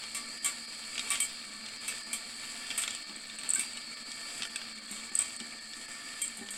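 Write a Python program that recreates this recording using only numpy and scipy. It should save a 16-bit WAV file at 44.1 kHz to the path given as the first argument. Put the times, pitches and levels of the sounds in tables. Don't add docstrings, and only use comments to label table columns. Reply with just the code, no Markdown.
import sys
import numpy as np
from scipy import signal
from scipy.fft import rfft, irfft, next_fast_len
from scipy.io import wavfile
from scipy.ndimage import map_coordinates

SR = 44100
rng = np.random.default_rng(int(sys.argv[2]) if len(sys.argv) > 2 else 0)


def pcm_store(signal):
    levels = np.round(np.clip(np.atleast_2d(signal), -1, 1) * 32767)
    wavfile.write(sys.argv[1], SR, levels.astype(np.int16).T)


N = 289737

# (time [s], level [dB], relative low ring [dB], clang level [dB], second mode of the span [Hz])
LANDINGS = [(.1465, -26, -5, -43, 2700), (.168, -32, -1, -45, 1840), (.4447, -21.5, -7.5, -41, 3170),
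            (.459, -23.5, -2, -43, 2650), (1.103, -21.5, -4, -43, 1155), (1.116, -28, 3, -43, 1790),
            (1.137, -31, -2, -46, 3170), (1.202, -18.5, -14, -34, 3176), (1.217, -25, -16, -39, 3100),
            (1.879, -25.5, -5, -40, 2632), (2.13, -23, -7.5, -41, 2410), (2.777, -21.5, -8, -42, 2560),
            (2.817, -29, -2, -45, 2720), (3.557, -31, -7, -37, 1556), (3.595, -27, -7, -39, 2670),
            (3.609, -29, -8, -41, 2400), (4.911, -34, -12, -52, 2120), (5.192, -34, 3, -42, 3200),
            (5.218, -39, 0, -45, 2400), (6.2166, -21.5, -20, -37, 3220), (6.37, -36, -12, -55, 2850),
            (6.505, -31, -15, -50, 3250)]
# (frequency [Hz], level [dB], t60 [s])
WIRE_MODES = [(1153, -9, .35), (1293, -17, .2), (1790, -15, .15), (2102, -9, .3), (2255, -6, .15),
              (2320, -8, .12), (2557, -9, .3), (2720, -8, .2), (3168, -7, .14), (3310, -12, .15),
              (3560, -15, .15), (5190, -9, .25), (5911, -14, .25), (6039, -15, .25), (7410, -3, .25),
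              (7865, -2, .2), (8161, 3, .24), (8277, -3, .2), (8345, -1, .2), (8546, 1, .25),
              (8675, -2, .2), (9517, -8, .2), (9920, -15, .2), (11870, -16, .2), (12038, -16, .25),
              (12950, -22, .2)]
# (frequency [Hz], level [dB], t60 [s])
SPAN_MODES = [(2265, 1, .22), (2325, -7, .14)]
# (frequency [Hz], level [dB])
RAIL_LOW_EQ = [(150, -27), (900, -9), (1250, -6.5), (1550, -5), (1850, -5), (2020, -3.5), (2270, -23),
               (2480, 2), (2720, -4.5), (2950, -2.5), (3220, -5.5), (3420, 1), (3580, -0.5), (3950, -1),
               (4500, -17.5), (5600, -5.5), (6400, -27.5)]
RAIL_HIGH_EQ = [(5000, -27), (6400, -12.5), (7300, 1.5), (8150, 0), (8700, 0), (9300, -1.5), (10600, -18.5),
                (11900, -12), (12700, -24), (13300, -20), (16000, -45)]
# (time [s], level [dB], pitch [Hz])
CLINKS = [(0.947, -30, 8170), (1.981, -36, 8200), (2.877, -24.5, 7400), (2.9075, -26.5, 7300),
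          (2.949, -27, 7730), (2.965, -36, 7700), (3.162, -28.5, 8060), (3.2705, -35, 8100),
          (3.386, -29.5, 8450), (3.393, -30, 8200), (3.407, -31, 8200), (3.434, -29, 8200),
          (3.4914, -14.5, 8440), (3.5037, -11, 7900), (3.508, -21, 8100), (3.5355, -11, 8200),
          (3.549, -13.5, 7900), (3.556, -14.5, 8270), (3.572, -26, 8660), (3.582, -21, 8200),
          (3.594, -15.5, 8420), (3.733, -29.5, 8000), (3.772, -31, 8050), (4.117, -35, 8410),
          (4.5597, -20.5, 8150), (5.153, -10, 8100), (5.176, -25, 7900), (5.1895, -9, 8100),
          (5.207, -18, 8200), (5.218, -17, 8100), (5.223, -19, 8200), (5.283, -31, 8200),
          (5.328, -34, 8200), (5.364, -25.5, 8200), (5.4006, -29, 8200), (6.279, -23, 7640)]
# (time [s], peak level [dB], hardness as treble tilt [dB/octave])
KNOCKS = [(0.037, -29, -4), (.954, -32, -8), (0.979, -21, -1), (0.9939, -19, 1.5), (1.155, -24, -13),
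          (1.662, -30.5, 9), (1.686, -32.5, -2), (2.704, -23, -5), (2.711, -24, -6), (2.836, -21.5, -8),
          (2.8778, -21, -10), (2.907, -25, 6), (2.9493, -26, 9), (3.298, -32, -4), (3.387, -32, 3),
          (3.7723, -28, 3), (4.117, -25.5, 11), (4.421, -22.5, -4), (4.432, -22.5, 6), (4.4522, -25.5, -13),
          (4.559, -23.5, -9), (4.615, -30.5, -21), (5.4012, -28, -3), (5.734, -31.5, 6), (6.487, -28, 0)]
# (frequency [Hz], level [dB], t60 [s])
WOOD_MODES = [(1500, -14, .03), (2300, -5, .05), (2750, -3, .035), (3200, 1, .035), (3520, -1, .028),
              (4100, -5, .02), (4900, -3, .016), (5600, -7, .014), (8300, -5, .014)]

# (time at its fastest [s], rumble [dB], sizzle [dB], fizz [dB], run-up [s])
RUNS = [(.03, -51.5, -51, -64, .3), (.52, -52, -48, -56.5, 1), (1.14, -43, -43, -52.5, 0.69),
        (1.9, -47.5, -46.5, -60, 0.48), (2.52, -49.5, -48.5, -56, 0.99), (2.82, -44, -46, -60, 0.64),
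        (3.58, -46, -46.5, -59, 0.58), (4.38, -47.5, -46.5, -56.5, 0.9), (4.62, -48.5, -64, -74, .15),
        (4.95, -49.5, -46, -64, .14), (5.22, -49.5, -45.5, -60, 0.2), (5.85, -54, -49, -61, 0.48),
        (6.22, -50, -50, -57.5, 0.82), (6.55, -57, -47, -66, 0.17)]
# (frequency [Hz], level [dB])
SIZZLE_EQ = [(5000, -12), (6400, -12), (7200, -0.5), (7550, 1.5), (8000, 3), (8700, -3.5), (10000, -15),
             (10700, -29.5), (11400, -15.5), (13000, -33), (16000, -67)]
FIZZ_EQ = [(7500, -16), (9400, 7.5), (10200, 3.5), (12000, -9.5), (13200, -15.5), (16000, -27)]
# (frequency [Hz], level [dB], t60 [s])
TAP_MODES = [(1350, -11, .06), (2300, -4, .07), (2750, -3, .06), (3220, 0, .05), (3600, -6, .04),
             (8100, -5, .03)]

# (time of greatest load [s], speed lost [turns/s], build-up [s], release [s])
LIFTS = [(.02, 18.8, .25, .26), (.685, 11.8, .316, .397), (1.571, 20.2, .267, .3),
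         (2.333, 12.2, .302, .251), (3.227, 21.3, .304, .257), (3.984, 13.5, .401, .228),
         (4.868, 20.9, .322, .251), (5.575, 12.7, .34, .271), (6.534, 22.3, .325, .261)]
# (time [s], speed gained [turns/s])
SNAGS = [(.61, -1), (.76, 1), (.83, -2.2), (2.11, .9), (2.19, -1), (2.37, -.8), (3.78, .7), (3.89, -1.5),
         (3.95, .7), (4.05, -1.2), (5.34, 1.2), (5.48, -1.3), (5.55, .7), (5.63, -1)]
# (time [s], level [dB])
WHINE_FADER = [(0, -47), (4.6, -48), (5.4, -49), (6, -51.5), (6.57, -51.5)]
# (frequency [Hz], level [dB])
CAN_EQ = [(1000, -25), (3900, -17), (4200, -6), (4330, -3), (4400, 2.5), (4460, -2), (4540, -4),
          (4630, -12), (4700, -3), (4770, 0), (4870, -7), (5040, -9), (5350, -20), (6400, -26), (7900, -8),
          (12000, -36)]
# (order [multiple of shaft speed], level [dB])
GEAR_ORDERS = [(3, -65), (4, -75), (7, -75), (8, -77), (9, -79), (10, -78), (16, -73), (21, -74), (22, -71),
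               (23, -73)]
# (frequency [Hz], width [Hz], level [dB])
BOARD_PEAKS = [(229.3, 19.5, 0.5), (304, 46, -10.5), (496, 180, -13.5), (711, 28, -9.5), (875.6, 14, -7.5),
               (1168, 6.9, 0.5), (1328, 115, -9), (2304, 98, -2), (2950, 390, -21.5)]
PLATE_PEAKS = [(1715, 70, -6), (1805, 48, 0), (1865, 55, -8)]
FRAME_PEAKS = [(1153, 15, -2.5), (1241, 30, -5.5), (1295, 25, -7), (2255, 66, 1)]

# (time [s], peak level [dB])
BUMPS = [(3.092, -43.5), (3.44, -45), (3.582, -43.5), (4.91, -43), (5.111, -47), (5.407, -44),
         (6.386, -44.5), (6.412, -36.5)]
# (frequency [Hz], level [dB], t60 [s])
BASE_MODES = [(221.6, 9.5, 0.13), (304, -1, 0.18), (373.6, -1.5, 0.17), (816, -2.5, 0.15)]
# (frequency [Hz], level [dB])
AIR_EQ = [(20, 21), (45, -45), (90, 8.5), (140, 9.5), (300, -9), (500, 3), (1000, -2), (3000, -2),
          (16000, -34)]
# (time [s], length [s])
HISS_DIPS = [(.405, .045), (.667, .02), (1.217, .016), (1.79, .035), (2.045, .04), (3.05, .035),
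             (3.145, .017), (3.376, .018), (3.956, .02), (4.042, .022), (4.491, .02), (4.741, .022),
             (4.806, .02), (4.874, .016), (5.109, .016), (5.383, .02), (5.599, .018), (5.872, .02),
             (6.231, .014)]

SETTLE_S, SETTLED_DB_PER_S = .045, 260
JOSTLES_PER_S, TAPS_PER_S = 11, 170
RUN_FADE_S = .55
FREE_TURNS_PER_S, LOAD_SHAPE = 89.86, 1.87
SLACK_TURNS_PER_S = 76.6
BOOM_ORDER, BOOM_HZ, BOOM_WIDTH_HZ = 8, 700, 18


def landings():
    wash, tones, t = np.zeros(N), np.zeros(N), np.arange(SR // 4) / SR
    is_low = np.array(WIRE_MODES)[:, :1] < 6500
    snap_eq = [(1500, -24), (3200, -8), (6300, -11), (8800, 4.5), (12300, -8), (14000, -23)]
    envelope = attack(t, .0007) * amp(-SETTLED_DB_PER_S * np.maximum(t - SETTLE_S, 0))
    for s, db, low_db, clang_db, second_hz in LANDINGS:
        high = coloured(partials(t, 5500, 15500, count=48), RAIL_HIGH_EQ)
        low = coloured(partials(t, 600, 6200, count=60), RAIL_LOW_EQ)
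        crowd = (high + amp(low_db) * low) * decay(t, t60=.22)
        snap = amp(7.5) * coloured(noise(len(t)), snap_eq) * decay(t, t60=.034)
        wires = (ring(WIRE_MODES, t, scatter_db=3.5, detune=.001) * amp(is_low * (low_db + 4))).sum(0)
        clang = ring(SPAN_MODES + [(second_hz, 1, .13)], t, scatter_db=1, detune=.008).sum(0)
        add(wash, s, amp(db - 13) * (crowd + snap) * envelope)
        add(tones, s, (amp(db - 15) * wires + amp(clang_db) * clang) * envelope)
    return wash * hiss_dips() + tones


def partials(t, low_hz, high_hz, count):
    hz = low_hz + (high_hz - low_hz) * (np.arange(count) + rng.random(count)) / count
    sizes, phases = rng.rayleigh(size=count), rng.uniform(0, 2 * np.pi, count)
    return sizes @ np.sin(2 * np.pi * hz[:, None] * t + phases[:, None])


def clinks():
    out, t = np.zeros(N), np.arange(SR // 20) / SR
    rise_s = .0004
    for s, db, hz in CLINKS + jostles(level_db=-39, colour=8200):
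        ping = unit_peak(t ** 2 * np.exp(-t / rise_s) * np.sin(2 * np.pi * hz * t))
        splash = coloured(noise(len(t)), RAIL_HIGH_EQ) * attack(t, rise_s) * decay(t, t60=.022)
        add(out, s, amp(db - 3) * (ping + amp(-13.5) * splash))
        add(out, s + rng.uniform(.002, .003), amp(db - 10) * ping)
    return out


def knocks():
    out, t = np.zeros(N), np.arange(SR // 8) / SR
    octaves = np.log2(np.array(WOOD_MODES)[:, :1] / 3200)
    crack_eq = [(300, -9), (1500, 0), (3200, 5), (5500, 0), (8500, -2), (10000, -8), (14000, -40)]
    for s, db, hardness in KNOCKS + jostles(level_db=-42, colour=.5):
        tilt = amp((hardness + 3) * octaves)
        body = (ring(WOOD_MODES, t, scatter_db=2.5, detune=.05) * tilt).sum(0)
        crack = 1.5 * coloured(noise(len(t)), crack_eq) * decay(t, t60=.016)
        add(out, s, amp(db) * unit_peak((body + crack) * attack(t, .0004)))
    return out


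def jostles(level_db, colour):
    count = int(JOSTLES_PER_S * N / SR)
    times = (np.arange(count) + rng.random(count)) / JOSTLES_PER_S
    return [(s, level_db + 2 * rng.standard_normal(), colour) for s in times]


def rolling():
    def contacts(rough_db):
        return noise() * amp(rough_db * wobble(500) + 1.1 * wobble(35))

    rumble_db, sizzle_db, fizz_db = rolling_levels()
    wire_peaks = [(hz, 2.2 / t60, db) for hz, db, t60 in WIRE_MODES if hz < 4000]
    singing = amp(rumble_db - 5) * resonant(contacts(rough_db=2), wire_peaks)
    rumble = amp(rumble_db - 2) * coloured(contacts(rough_db=5.5), RAIL_LOW_EQ)
    sizzle = amp(sizzle_db) * coloured(contacts(rough_db=1.5), SIZZLE_EQ)
    fizz = amp(fizz_db) * coloured(contacts(rough_db=3), FIZZ_EQ)
    taps = amp(-57.5 + .82 * (rumble_db - rumble_db.mean())) * chatter()
    return (rumble + sizzle + fizz + taps) * hiss_dips() + singing


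def rolling_levels():
    t = np.arange(N) / SR
    power = amp([[-74.5], [-54.5], [-78]]) ** 2
    for s, rumble_db, sizzle_db, fizz_db, run_up in RUNS:
        swell_db = -20 * np.maximum((s - t) / run_up, (t - s) / RUN_FADE_S)
        power = power + (amp([[rumble_db], [sizzle_db], [fizz_db]]) * amp(swell_db)) ** 2
    return 10 * np.log10(power)


def chatter():
    out, t = np.zeros(N), np.arange(SR // 12) / SR
    for s in rng.uniform(0, N / SR, int(TAPS_PER_S * N / SR)):
        tap = ring(TAP_MODES, t, scatter_db=3, detune=.015).sum(0) * attack(t, .0005)
        add(out, s, amp(rng.uniform(-8, 0)) * unit_peak(tap))
    return unit_rms(out)


def motor():
    speed = shaft_speed()
    surplus = speed - speed.mean()
    whine_db, = curves(WHINE_FADER)
    jitter = 1 + .005 * wobble(14) + .003 * wobble(110)
    angle = 2 * np.pi * np.cumsum(speed * jitter) / SR
    whine = amp(whine_db + .066 * surplus) * commutator(angle)
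    gears = gear_hum(angle, surplus) + gear_grind(angle, speed, surplus, whine_db)
    drone_peaks = [(222.7, 15.3, .5), (306, 22, -3.5)]
    drone = amp(-64.5 - .07 * surplus + wobble(7)) * resonant(noise(), drone_peaks)
    off_resonance = np.hypot(1, (BOOM_ORDER * speed - BOOM_HZ) / BOOM_WIDTH_HZ)
    boom = amp(-63.5 + 2.6 * wobble(8.1)) * np.sin(BOOM_ORDER * angle) / off_resonance
    frame = amp(-59.5 + 2 * wobble(5)) * resonant(noise(), FRAME_PEAKS)
    return whine + gears + drone + boom + frame


def shaft_speed(snag_s=.035):
    t = np.arange(N) / SR
    drag = sum(lost * np.exp(-np.abs((t - s) / np.where(t < s, build, release)) ** LOAD_SHAPE)
               for s, lost, build, release in LIFTS)
    waver = sum(gained * np.exp(-((t - s) / snag_s) ** 2) for s, gained in SNAGS)
    return FREE_TURNS_PER_S - drag + waver


def commutator(angle):
    orders = np.arange(48, 73)
    strong = orders % 3 == 1
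    levels_db = np.where(strong, 0, -8.5) - .35 * np.abs(orders - 57)
    phases = rng.standard_normal(len(orders)) * np.where(strong, .55, np.pi)
    tones = sum(amp(db + 2 * wobble(12)) * np.cos(k * angle + phase + .15 * wobble(25))
                for k, db, phase in zip(orders, levels_db, phases))
    brushes = noise() * (1 + .5 * np.cos(3 * angle))
    return coloured(tones, CAN_EQ) + amp(-6.5) * coloured(brushes, CAN_EQ)


def gear_hum(angle, surplus):
    tones = sum(amp(db - .1 * surplus + 3 * wobble(9)) * np.sin(k * angle + .5 * wobble(18))
                for k, db in GEAR_ORDERS)
    return np.sqrt(2) * tones


def gear_grind(angle, speed, surplus, whine_db):
    mesh = sum(amp(3 * wobble(6)) * np.sin(k * angle + rng.uniform(0, 2 * np.pi)) for k in range(5, 42))
    teeth = unit_rms(noise() * amp(1.5 * wobble(70))) + .2 * unit_rms(mesh)
    pulsing = amp(2 * wobble(45) + 1.5 * wobble(12)) * (1 + .5 * np.cos(angle))
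    board_db = -54 + .46 * (whine_db - whine_db.mean()) + .21 * surplus
    plates_db = -58.5 + .65 * (whine_db[0] - whine_db) + .43 * np.maximum(speed - SLACK_TURNS_PER_S, 0)
    grind = amp(board_db) * resonant(teeth * pulsing, BOARD_PEAKS) * hiss_dips()
    rattle = amp(plates_db) * resonant(teeth, PLATE_PEAKS)
    return grind + rattle


def bumps():
    out, t = np.zeros(N), np.arange(SR // 6) / SR
    for s, db in BUMPS:
        thud = ring(BASE_MODES, t, scatter_db=2, detune=.03).sum(0) * attack(t, .0027)
        add(out, s, amp(db) * unit_peak(thud))
    return out


def reflections(x, t60):
    t = np.arange(SR // 3) / SR
    tail = noise(len(t)) * decay(t, t60) * (t > .003)
    return signal.fftconvolve(x, tail / np.linalg.norm(tail))[:N]


def room_air():
    return amp(-64.5) * coloured(noise(), AIR_EQ) * hiss_dips()


def hiss_dips(depth_db=10):
    t = np.arange(N) / SR
    notches = [np.exp(-np.minimum(np.abs(2 * (t - s) / length), 2) ** 4) for s, length in HISS_DIPS]
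    return amp(-depth_db * np.max(notches, axis=0))


def ring(modes, t, scatter_db, detune):
    hz, db, t60 = np.transpose(modes)[:, :, None]
    size, shift, phase = rng.standard_normal((3, len(modes), 1))
    tones = np.sin(2 * np.pi * (hz * (1 + detune * shift) * t + phase))
    return amp(db + scatter_db * size) * decay(t, t60) * tones


def resonant(x, peaks):
    return unit_rms(filtered(x, lambda f: sum(
        (-1) ** k * amp(db) * 1j * f * width / (hz * hz - f * f + 1j * f * width)
        for k, (hz, width, db) in enumerate(peaks))))


def coloured(x, eq):
    hz, db = np.transpose(eq)
    return unit_rms(filtered(x, lambda f: amp(np.interp(np.log(f + 1), np.log(hz), db))))


def filtered(x, response):
    size = next_fast_len(len(x) + 8192)
    return irfft(rfft(x, size) * response(np.fft.rfftfreq(size, 1 / SR)), size)[:len(x)]


def wobble(rate):
    return map_coordinates(noise(int(N * rate / SR) + 4), [np.arange(N) * rate / SR])


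def curves(rows):
    times, *columns = np.transpose(rows)
    return [np.interp(np.arange(N) / SR, times, column) for column in columns]


def add(track, s, sound):
    part = track[max(round(s * SR), 0):][:len(sound)]
    part += sound[:len(part)]


def noise(length=N):
    return rng.standard_normal(length)


def attack(t, rise_s):
    return 1 - np.exp(-t / rise_s)


def decay(t, t60):
    return amp(-60 * t / t60)


def amp(db):
    return 10 ** (np.asarray(db) / 20)


def unit_rms(x):
    return x / np.sqrt(np.mean(x ** 2) + 1e-20)


def unit_peak(x):
    return x / np.abs(x).max()


def scene():
    hits = landings() + clinks() + knocks() + bumps()
    bed = room_air() + motor() + rolling()
    return (hits + bed + amp(-9) * reflections(hits, t60=.064))[None]


def record(dry, top_hz=16200):
    return np.array([filtered(x, lambda hz: hz < top_hz) for x in dry])


dry = scene()
out = record(dry)
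pcm_store(out)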